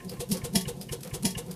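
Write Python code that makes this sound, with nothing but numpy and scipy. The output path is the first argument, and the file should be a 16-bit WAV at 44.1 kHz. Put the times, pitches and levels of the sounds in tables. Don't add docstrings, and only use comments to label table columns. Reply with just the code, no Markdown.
import sys
import numpy as np
from scipy import signal
from scipy.fft import rfft, irfft
from scipy.io import wavfile
from scipy.ndimage import uniform_filter1d

SR = 44100
rng = np.random.default_rng(int(sys.argv[2]) if len(sys.argv) > 2 else 0)


def int16_out(signal):
    q = np.round(np.clip(np.atleast_2d(signal).T, -1, 1) * 32767)
    wavfile.write(sys.argv[1], SR, q.astype(np.int16))


N = 68355


def undb(db):
    return 10 ** (np.asarray(db) / 20)


def unit(x):
    return x / np.sqrt(np.mean(x ** 2) + 1e-18)


def since(start_s):
    return np.arange(N) / SR - start_s


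def swell(t, rise_s, fall_s, hold_s=0):
    return np.exp(np.minimum(t, 0) / rise_s - np.maximum(t - hold_s, 0) / fall_s)


def noise(colour):
    hz, db = np.array(colour).T
    f = np.arange(N // 2 + 1) * SR / N + 1
    curve = undb(np.interp(np.log(f), np.log(hz), db))
    return unit(irfft(rfft(rng.standard_normal(N)) * curve, N))


def resonant_noise(peaks):
    f = np.arange(N // 2 + 1) * SR / N
    response = sum(undb(db) / (1 + 1j * (f - hz) / width) ** 2 for hz, width, db in peaks)
    return unit(irfft(rfft(rng.standard_normal(N)) * response, N))


def wander(rate_hz):
    step = max(int(SR / rate_hz), 2)
    stairs = np.repeat(rng.standard_normal(N // step + 1), step)
    return unit(uniform_filter1d(stairs, step)[:N])


def phase_of(t, pitch_hz):
    phase = 2 * np.pi * np.cumsum(pitch_hz) / SR
    return phase - np.interp(0, t, phase)


# pitch_hz, level_db
BED_COLOUR = [(20, -27), (40, 9), (90, -4), (160, 5.5), (300, 0), (600, -10), (1400, -22.5), (11000, -19),
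              (15500, -30)]
# pitch_hz, width_hz, level_db
FRAME_PEAKS = [(127.4, 19, 1.5), (167.3, 30.7, 8.5), (215.8, 11, 1.5), (373.3, 22.2, -1.5),
               (486.5, 28.5, -4), (726, 61, -14.5), (848, 72, -18.5)]


def frame_rumble():
    rumble = resonant_noise(FRAME_PEAKS) * undb(2.5 * wander(rate_hz=20))
    return undb(-45) * rumble + undb(-50.5) * noise(BED_COLOUR)


def frame_shake():
    return resonant_noise(FRAME_PEAKS[3:])


def wall_scatter(engine):
    colour = noise([(100, -50), (800, 14.5), (4000, 10.0), (15000, -20)])
    scatter = colour * swell(since(0.017), rise_s=0.002, fall_s=0.026)
    return signal.fftconvolve(engine, scatter / np.sqrt(np.sum(scatter ** 2)))[:N]


# pitch_hz, width_hz, level_db
KNOCK_PEAKS = [(1798, 100, 3.5), (2220, 210, 1)]
# pitch_hz, width_hz, level_db
ROD_PEAKS = [(2900, 150, 0), (5200, 600, -21)]
# start_s, knock_db, rod_db
CLACK_HITS = [(.002, -47, -53), (.168, -56, -60), (0.416, -48, -52), (0.654, -46, -41), (0.891, -44, -37.5),
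              (1.11, -46, -53), (1.351, -44.5, -35.5)]


def linkage_clacks():
    out, knock, rod = 0, resonant_noise(KNOCK_PEAKS), resonant_noise(ROD_PEAKS)
    rise_s, iron_hz, sag_hz_per_s = 0.0021, 1053, 304
    for start_s, knock_db, rod_db in CLACK_HITS:
        t = since(start_s + 0.00178)
        out += undb(knock_db) * knock * swell(t, rise_s, fall_s=0.012)
        out += undb(rod_db) * rod * swell(t, rise_s, fall_s=0.0059)
        pitch_hz = iron_hz * (1 + 0.012 * wander(rate_hz=80)) - sag_hz_per_s * t
        note = swell(t, rise_s, hold_s=0.035, fall_s=0.046) * np.sin(phase_of(t, pitch_hz))
        out += undb(-53.5 + 2 * wander(rate_hz=60.2)) * note
    return out


# pitch_hz, level_db
TICK_COLOUR = [(1500, -4), (4500, 4), (7000, 2.5), (10000, 7.5), (12500, 5.5), (15500, -12)]
# start_s, level_db
TICK_HITS = [(.047, -48), (0.095, -40), (0.135, -51), (0.2892, -43.5), (0.296, -50), (0.528, -51),
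             (0.535, -44.5), (0.767, -53.5), (0.813, -38.5), (.891, -49.5), (1.007, -45.5), (1.032, -39),
             (1.072, -49.5), (1.2255, -42), (1.231, -41.5), (1.463, -50), (1.512, -39)]
# start_s, level_db
CLINK_HITS = [(0.094, -40.5), (0.815, -45), (1.51, -53)]


def ticks_and_clinks():
    out, bright = 0, noise(TICK_COLOUR)
    metal = resonant_noise([(4910, 360, 0)])
    grain = unit(bright * undb(4.5 * wander(rate_hz=450)))
    for start_s, level_db in TICK_HITS:
        t = since(start_s)
        snap = undb(-2) * bright * swell(t, rise_s=0.00023, fall_s=0.0055)
        tail = undb(-9) * grain * swell(t, rise_s=0.00078, fall_s=0.032)
        out += undb(level_db) * (snap + tail)
    for start_s, level_db in CLINK_HITS:
        out += undb(level_db) * metal * swell(since(start_s), rise_s=0.0052, fall_s=0.0099)
    return out


# start_s, level_db
HOOT_CUES = [(0.12, -39), (0.349, -36), (1.055, -39), (1.495, -43.5)]


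def hoots(hoot_hz=496.3):
    out, hum_hz = 0, STACK_MODES[0][0]
    churn = noise([(150, -14.5), (400, 5.5), (800, -7.5), (2500, -14.5), (6000, -24.5)])
    for start_s, level_db in HOOT_CUES:
        t = since(start_s)
        pitch_hz = hoot_hz * (1 + 0.03 * wander(rate_hz=250))
        hoot = swell(t, rise_s=0.0064, hold_s=0.009, fall_s=0.013) * np.sin(phase_of(t, pitch_hz))
        hum = swell(t - 0.029, rise_s=0.022, fall_s=0.017) * np.sin(2 * np.pi * hum_hz * t)
        breath = swell(t, rise_s=0.012, hold_s=0.023, fall_s=0.021) * churn
        out += undb(level_db) * (hoot + undb(2) * hum + undb(-7) * breath)
    return out


def air_shove(t, pitch_hz=52.5):
    return swell(t, rise_s=0.0065, fall_s=0.0052) * np.cos(2 * np.pi * pitch_hz * t)


def rising_thump(t, centre_hz, rise_s, fall_s):
    pitch_hz = centre_hz + 25.6 * np.tanh(t / 0.031)
    return swell(t, rise_s, fall_s) * np.cos(phase_of(t, pitch_hz))


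def valve_flutter(t, centre_hz=482.6, open_s=0.024):
    opening = np.clip(t / open_s, 0, 1)
    pitch_hz = centre_hz * (1 + 0.022 * (opening - 0.5) + 0.03 * wander(rate_hz=250))
    return swell(t, rise_s=0.0046, hold_s=open_s, fall_s=0.0058) * np.sin(phase_of(t, pitch_hz))


# pitch_hz, level_db
AIR_COLOUR = [(300, -28), (800, 9.5), (1300, 1.5), (2200, 1.5), (3300, 6.5), (6000, 5.5), (10300, 10),
              (12000, 5.5), (14000, -4.5), (15500, -8)]
# start_s, thump_db, flutter_db, hiss_db
INTAKE_CUES = [(.196, -31, -32, -35), (0.437, -28.5, -36, -35.5), (0.674, -29, -35, -36),
               (0.916, -29, -38, -34.5), (1.133, -28.5, -43.5, -34), (1.372, -31, -37.5, -36)]


def intake():
    out, air, body = 0, noise(AIR_COLOUR), frame_shake()
    for start_s, thump_db, flutter_db, hiss_db in INTAKE_CUES:
        t = since(start_s)
        thump = rising_thump(t, centre_hz=132.9, rise_s=0.0062, fall_s=0.015)
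        sway = rising_thump(t - 0.0737, centre_hz=127, rise_s=0.027, fall_s=0.074)
        shoves = air_shove(t) + undb(-9) * air_shove(t - 0.055)
        hiss = swell(t - 0.009, rise_s=0.0048, hold_s=0.0083, fall_s=0.013) * air
        shake = swell(t - 0.009, rise_s=0.0048, hold_s=0.0083, fall_s=0.02) * body
        out += undb(thump_db) * (thump + undb(-4.5) * shoves + undb(-11) * sway)
        out += undb(flutter_db) * valve_flutter(t - 0.019)
        out += undb(hiss_db) * (hiss + undb(-4.5) * shake)
    return out


# start_s, level_db
PUFF_CUES = [(0.072, -35.5), (0.804, -32), (1.024, -43.5), (1.503, -31.5)]


def unfired_puffs(puff_hz=179.3):
    out, body = 0, frame_shake()
    for start_s, level_db in PUFF_CUES:
        t = since(start_s)
        phase = phase_of(t, puff_hz * (1 + 0.05 * wander(rate_hz=90)))
        puff = swell(t, rise_s=0.022, fall_s=0.017) * (np.cos(phase) + undb(-18.5) * np.cos(2 * phase))
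        shake = swell(t, rise_s=0.069, fall_s=0.057) * body
        out += undb(level_db) * (puff + undb(-14) * shake)
    return out


# pitch_hz, level_db, t60_s
STACK_MODES = [(183.6, 1.5, 0.26), (208.8, -12.5, 0.56), (386.8, -7.5, 0.28), (443.6, -15.5, 0.33),
               (620, -19, 0.075), (690, -53, 0.15), (898, -22.5, 0.36), (1123.5, -27.5, 0.5)]


def stack_ring(t):
    out, t = 0, np.maximum(t, 0)
    for pitch_hz, level_db, t60_s in STACK_MODES:
        detune = 1 + 0.004 * rng.standard_normal()
        out += undb(level_db - 60 * t / t60_s) * np.sin(2 * np.pi * pitch_hz * detune * t)
    return out


# pitch_hz, level_db
GAS_COLOUR = [(300, -8.5), (900, -19.5), (1350, -24.5), (2200, -12.5), (3500, -8), (5200, -0.5),
              (7000, -4.5), (8400, -5), (10100, 1), (11500, -2), (13000, -9.5), (15500, -16)]
# pitch_hz, level_db
PIPE_PEAKS = [(1790, 7), (1995, 7.5), (2412, 6.5), (2920, 9.5), (3290, 12), (4170, 8), (5250, 15),
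              (5415, 5), (5655, 10), (6710, 10.5), (7065, 14), (8770, 7), (9850, 18.5), (10400, 14)]
# pitch_hz, width_hz, level_db
BARK_PEAKS = [(247, 21.4, 14.5), (680, 49.5, 2), (913, 32, 1.5)]
# peak_s, boom_db, hiss_db, resonance_db
FIRING_CUES = [(0.317, -24.5, -27, -43), (0.557, -22, -23.5, -24), (1.253, -25, -25.5, -26.5)]


def exhaust_firings():
    out, gas = 0, noise(GAS_COLOUR)
    pipe = resonant_noise([(hz, 55, db) for hz, db in PIPE_PEAKS])
    bark = resonant_noise(BARK_PEAKS)
    for peak_s, boom_db, hiss_db, resonance_db in FIRING_CUES:
        t = since(peak_s)
        early = t + 0.0072
        flow = swell(early, rise_s=0.012, hold_s=0.02, fall_s=0.002)
        pitch_hz = 174 + flow * (28 - 25 * np.tanh(t / 0.00315 - 1))
        phase = phase_of(t, pitch_hz)
        boom = flow * (np.cos(phase) + undb(-14) * np.cos(2 * phase))
        out += undb(boom_db) * (boom + undb(-19) * air_shove(early) + undb(-2) * stack_ring(t - 0.00297))
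        afterpuff = swell(t - 0.0534, rise_s=0.00086, fall_s=0.013)
        gas_env = swell(t, rise_s=0.0034, hold_s=0.001, fall_s=0.021) + undb(-14) * afterpuff
        pipe_env = swell(t, rise_s=0.0034, hold_s=0.001, fall_s=0.015) + undb(-17.5) * afterpuff
        bark_env = swell(early, rise_s=0.0034, hold_s=0.02, fall_s=0.012)
        throb = 1 + 0.17 * flow * np.cos(phase)
        out += undb(hiss_db) * gas_env * gas * throb
        out += undb(resonance_db) * (pipe_env * pipe + undb(-5) * bark_env * bark)
    return out


def scene():
    engine = exhaust_firings() + unfired_puffs() + intake() + hoots()
    engine += ticks_and_clinks() + linkage_clacks()
    return (engine + undb(-15.5) * wall_scatter(engine) + frame_rumble())[None]


def record(dry):
    low_cut = signal.butter(2, 28, "high", fs=SR, output="sos")
    high_cut = signal.ellip(10, 0.2, 80, 15400, fs=SR, output="sos")
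    return signal.sosfilt(high_cut, signal.sosfilt(low_cut, dry))


dry = scene()
out = record(dry)
int16_out(out)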